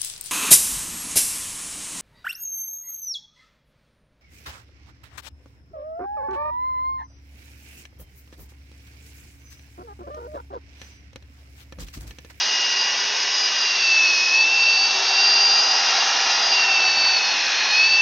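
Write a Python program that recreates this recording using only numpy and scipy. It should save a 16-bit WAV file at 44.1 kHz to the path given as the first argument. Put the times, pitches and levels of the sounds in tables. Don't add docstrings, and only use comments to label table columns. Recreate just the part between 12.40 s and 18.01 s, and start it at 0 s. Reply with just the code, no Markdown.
import sys
import numpy as np
from scipy import signal
from scipy.fft import rfft, irfft, next_fast_len
from scipy.io import wavfile
from scipy.ndimage import map_coordinates

SR = 44100
rng = np.random.default_rng(int(sys.argv[2]) if len(sys.argv) > 2 else 0)


def put_to_file(sound):
    columns = np.atleast_2d(sound).T
    safe = np.clip(columns, -1, 1)
    whole_steps = np.round(safe * 32767)
    wavfile.write(sys.argv[1], SR, whole_steps.astype(np.int16))


N = 247401
TIME_S = np.arange(N) / SR
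PINION_TEETH, WHEEL_TEETH, SECOND_PINION_TEETH, FAN_BLADES = 7, 41, 7, 12
WHEEL_PER_TURN = PINION_TEETH / WHEEL_TEETH

# (time [s], speed [turns/s])
SPEED_HZ = [(0.0, 406.7), (0.36, 404.3), (0.96, 413.3), (1.18, 405.3), (1.49, 380.3), (1.78, 362.5),
            (1.9, 364.5), (2.12, 383.8), (2.41, 383.3), (2.88, 394.4), (3.11, 396.3), (3.35, 402.6),
            (3.62, 399.2), (4.06, 402.0), (4.43, 378.8), (4.71, 376.0), (4.83, 365.2), (5.14, 354.1),
            (5.3, 354.6), (5.49, 376.8), (5.61, 379.3)]
# (time [s], gain [dB])
WHINE_GAIN_DB = [(0, -3), (0.16, 4), (0.5, 2.5), (0.58, -4), (1.6, 1.5), (2.28, 3.5), (2.65, -7), (2.78, 4),
                 (3.3, -1.5), (4.08, -3.5), (4.12, 5), (4.32, 3.5), (4.51, -4.5), (5.03, -6), (5.31, -0.5),
                 (5.34, 7.5), (5.5, 0.0), (5.61, 5.5)]
# (offset from the first mesh [wheel turns], level re mesh tone [dB])
SIDE_TONES = [(-1, -28), (1, -16.5), (7, -28), (8, -29), (13, -27), (14, -26)]
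# (multiple of its tooth rate, relative level [dB])
SECOND_TONES = [(2, -14), (3, -11), (4, 0), (5, -9), (9, -9)]
# (frequency [Hz], width [Hz], lift [dB])
HOUSING_MODES = [(1630, 66, 12), (1940, 36, 4.5), (2628.5, 264, 14.5), (5080, 85, 12)]
# (time [s], level [dB])
SIREN_DB = [(0.0, -30.0), (0.67, -30), (1.05, -26), (1.11, -27), (1.65, -24), (1.82, -30), (2.44, -22.5),
            (2.54, -25.5), (3.08, -17.0), (3.42, -23.5), (3.69, -35), (4.12, -22.5), (4.34, -27),
            (4.68, -20), (5.0, -33.0), (5.43, -22.0), (5.61, -23.5)]
# (time [s], level [dB])
HUM_DB = [(0.03, -51.5), (0.7, -47.5), (2.41, -53), (2.6, -41.5), (3.71, -51.5), (3.83, -45), (5.3, -56)]
# (multiple of motor speed, level [dB])
ROTOR_TONES = [(6, -47), (8, -44.5), (13, -53), (15, -46.5), (16, -45)]
# (time [s], churning paste [dB], gearbox rattle [dB], brush hiss [dB], vent air [dB])
EFFORT_DB = [(0.0, -37.0, -32, -29.5, -27.0), (0.46, -38.0, -31, -32.5, -29),
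             (1.48, -40, -31.5, -29, -27.5), (1.84, -36.5, -33.0, -31, -26), (2.05, -34, -35, -30, -29.5),
             (2.41, -33, -35, -29, -28), (2.63, -31, -32, -26.5, -27.5), (3.28, -30, -31.5, -29.0, -26),
             (3.51, -29, -28, -26.5, -25.5), (4.61, -31, -30.5, -29.5, -29.0),
             (5.24, -34.5, -27.0, -27.5, -29), (5.61, -35, -33, -31, -31)]
# (frequency [Hz], relative density [dB/Hz])
PASTE_SPECTRUM = [(50, -24.5), (90, -14.5), (130, -15), (240, -5.5), (330, -2.5), (480, 1), (620, 1.5),
                  (900, 6), (1150, 1.5), (1600, -9), (3000, -43.5), (7000, -71.5)]
# (frequency [Hz], width [Hz], relative drive [dB])
BUCKET_MODES = [(764, 98, 0.5), (925, 110, -6.5), (1337, 200, 0), (1720, 53, 0.5)]
# (time [s], frequency factor)
HOLLOW_TUNING = [(0, 0.96), (1.7, 1.54), (2.1, 1.1), (2.55, 1.004), (4.4, 1.0), (5.61, 1.13)]
# (frequency [Hz], relative density [dB/Hz])
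RATTLE_SPECTRUM = [(100, -53.5), (400, -23), (800, -7), (1050, -2.5), (1250, -6), (1550, 0.5), (1850, 2.5),
                   (2150, -2), (2500, 2), (3300, -3), (6000, -34.5)]
# (frequency [Hz], relative density [dB/Hz])
BRUSH_SPECTRUM = [(100, -50), (900, -12.5), (2200, -11.5), (2750, 5), (3080, -5.5), (3400, 2.5), (3900, 5),
                  (4600, 1), (5400, -9), (6500, -26.5), (7500, -55.5)]
# (frequency [Hz], relative density [dB/Hz])
AIR_SPECTRUM = [(100, -63), (700, -22), (1500, -21), (2700, -14), (4000, -8), (4700, -3.5), (5150, 3),
                (5650, 2), (6100, -2), (6550, -8), (7000, -21), (7600, -38)]


def motor_turns(flutter=0.00064, flutter_hz=14):
    speed_hz = curve(SPEED_HZ) * (1 + flutter * wander(flutter_hz))
    return np.cumsum(speed_hz) / SR


def gears(turns, first_mesh_db=-34.5, octave_db=-43, second_mesh_db=-42.5, fade_db=0.8, octave_fade_db=1.0,
          fade_hz=7):
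    whine_gain_db = curve(WHINE_GAIN_DB)

    side_rows = [(WHEEL_TEETH + offset, db) for offset, db in SIDE_TONES]
    first = tone(turns * PINION_TEETH, rough=0.13, rough_hz=30)
    first += overtones(turns * WHEEL_PER_TURN, side_rows)
    first_db = first_mesh_db + housing_lift_db(PINION_TEETH) + whine_gain_db + fade_db * wander(fade_hz)

    octave = tone(2 * turns * PINION_TEETH, rough=0.11, rough_hz=15)
    octave_level_db = octave_db + housing_lift_db(2 * PINION_TEETH) + whine_gain_db
    octave_level_db += octave_fade_db * wander(fade_hz)

    second_per_turn = SECOND_PINION_TEETH * WHEEL_PER_TURN
    second_rows = [(k, db + housing_lift_db(k * second_per_turn)) for k, db in SECOND_TONES]
    second = overtones(turns * second_per_turn, second_rows)
    second_db = second_mesh_db + swell_db(column=2)

    return gain_of(first_db) * first + gain_of(octave_level_db) * octave + gain_of(second_db) * second


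def housing_lift_db(per_turn):
    hz = per_turn * curve(SPEED_HZ)
    return sum(lift_db / (1 + (2 * (hz - mode_hz) / width_hz) ** 2)
               for mode_hz, width_hz, lift_db in HOUSING_MODES)


def rotor(turns, room_db=-39, echo_max_db=-32, siren_trim_db=-0.23, hum_trim_db=-3.0,
          flicker_db=0.1, flicker_hz=10):
    blades = turns * FAN_BLADES
    whole = gain_of(curve(SIREN_DB) + siren_trim_db + flicker_db * wander(flicker_hz))
    echo = np.minimum(whole, gain_of(echo_max_db))
    direct = np.sqrt(whole ** 2 - echo ** 2)
    siren = direct * tone(blades, rough=0.11, rough_hz=35)
    siren += echo * diffuse(blades, width_hz=7.3)
    siren += gain_of(room_db) * diffuse(blades, width_hz=62)
    hum = gain_of(curve(HUM_DB) + hum_trim_db) * tone(turns, rough=0.18, rough_hz=10.0)
    return siren + hum + overtones(turns, ROTOR_TONES, fade_db=2.0)


def wobble(turns, depth=0.065, throbs_per_turn=0.256):
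    return 1 + depth * tone(throbs_per_turn * turns, rough=0.18, rough_hz=8)


def churn(turns, lump_db=0.57, scrape_db=-38.5, hollow_db=-37.5, buzz_db=-12, scrape_rise=0.21,
          hollow_rise=1.84):
    stir_db = swell_db(column=1)
    lumps = gain_of(lump_db * wander(25))
    surface = colour(lumps * rng.standard_normal(N), PASTE_SPECTRUM)
    wall = colour(lumps * rng.standard_normal(N), PASTE_SPECTRUM)

    drive = np.gradient(wall)
    tuning = curve(HOLLOW_TUNING)
    ring = sum(gain_of(db) * resonate(drive, hz * tuning, width_hz) for hz, width_hz, db in BUCKET_MODES)

    lowest_hz, lowest_width_hz, _ = BUCKET_MODES[0]
    buzz = resonate(tone(2 * turns, rough=0.99, rough_hz=25), lowest_hz * tuning, lowest_width_hz)
    hollow = evened(ring) + gain_of(buzz_db) * evened(buzz)

    scrape_gain = gain_of(scrape_db + scrape_rise * stir_db)
    hollow_gain = gain_of(hollow_db + hollow_rise * stir_db)
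    return scrape_gain * surface + hollow_gain * hollow


def rattle(turns, throb=0.13, trim_db=1.72):
    beat = 1 + throb * np.cos(2 * np.pi * turns * WHEEL_PER_TURN)
    shaken = colour(beat * rng.standard_normal(N), RATTLE_SPECTRUM)
    return gain_of(curve(EFFORT_DB, column=2) + trim_db) * shaken


def vents(brush_trim_db=1.0, air_trim_db=2.0):
    brushes = colour(rng.standard_normal(N), BRUSH_SPECTRUM)
    air = colour(rng.standard_normal(N), AIR_SPECTRUM)
    brush_gain = gain_of(curve(EFFORT_DB, column=3) + brush_trim_db)
    air_gain = gain_of(curve(EFFORT_DB, column=4) + air_trim_db)
    return brush_gain * brushes + air_gain * air


def reflections(x, echo=0.18, sway_s=0.00018):
    paths_s = np.geomspace(0.0016, 0.014, 6)
    echoes = 0
    for path_s in paths_s:
        read_s = TIME_S - path_s - sway_s * wander(0.43)
        echoes = echoes + map_coordinates(x, [read_s * SR], order=1)
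    return (x + echo * echoes) / np.sqrt(1 + len(paths_s) * echo ** 2)


def diffuse(turns, width_hz):
    angle = 2 * np.pi * turns
    return wander(width_hz) * np.cos(angle) + wander(width_hz) * np.sin(angle)


def overtones(turns, rows, fade_db=0, fade_hz=4.7, rough=0.12, rough_hz=14):
    return sum(gain_of(db + fade_db * wander(fade_hz)) * tone(k * turns, rough, rough_hz) for k, db in rows)


def tone(turns, rough, rough_hz):
    angle = 2 * np.pi * (turns + rng.random())
    in_phase = (1 + rough * wander(rough_hz)) * np.cos(angle)
    quadrature = rough * wander(rough_hz) * np.sin(angle)
    return np.sqrt(2) * (in_phase + quadrature)


def resonate(x, hz, width_hz):
    carrier = np.exp(2j * np.pi * np.cumsum(hz) / SR)
    r = np.exp(-np.pi * width_hz / SR)
    smooth = signal.lfilter([1 - r], [1, -r], x / carrier)
    return 2 * (carrier * smooth).real


def colour(x, points):
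    hz, db = np.transpose(points)
    size = next_fast_len(N)
    f_hz = np.fft.rfftfreq(size, 1 / SR)
    shape = gain_of(np.interp(np.log(f_hz + 1), np.log(hz), db))
    return evened(irfft(rfft(x, size) * shape, size)[:N])


def wander(rate_hz):
    size, step = 8192, 64
    f_hz = np.fft.rfftfreq(size, step / SR)
    spectrum = rfft(rng.standard_normal(size)) / np.sqrt(1 + (f_hz / rate_hz) ** 4)
    return np.interp(np.arange(N) / step, np.arange(size), evened(irfft(spectrum)))


def swell_db(column):
    level_db = curve(EFFORT_DB, column)
    return level_db - level_db.mean()


def curve(rows, column=1):
    rows = np.asarray(rows)
    return np.interp(TIME_S, rows[:, 0], rows[:, column])


def evened(x):
    return x / np.sqrt(np.mean(x ** 2) + 1e-20)


def gain_of(db):
    return 10 ** (np.asarray(db) / 20)


def scene():
    turns = motor_turns()
    whine = (gears(turns) + rotor(turns)) * wobble(turns)
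    mono = whine + churn(turns) + reflections(rattle(turns) + vents())
    return np.array([mono, mono])


def record(dry, bass_cut_hz=120, edge_hz=7700):
    bass_cut = signal.butter(4, bass_cut_hz, "highpass", fs=SR, output="sos")
    thin = signal.sosfilt(bass_cut, dry)
    band_limit = signal.firwin(511, edge_hz, window=("kaiser", 9), fs=SR)
    return signal.oaconvolve(thin, band_limit[None], "same", axes=1)


dry = scene()
out = record(dry)
put_to_file(out)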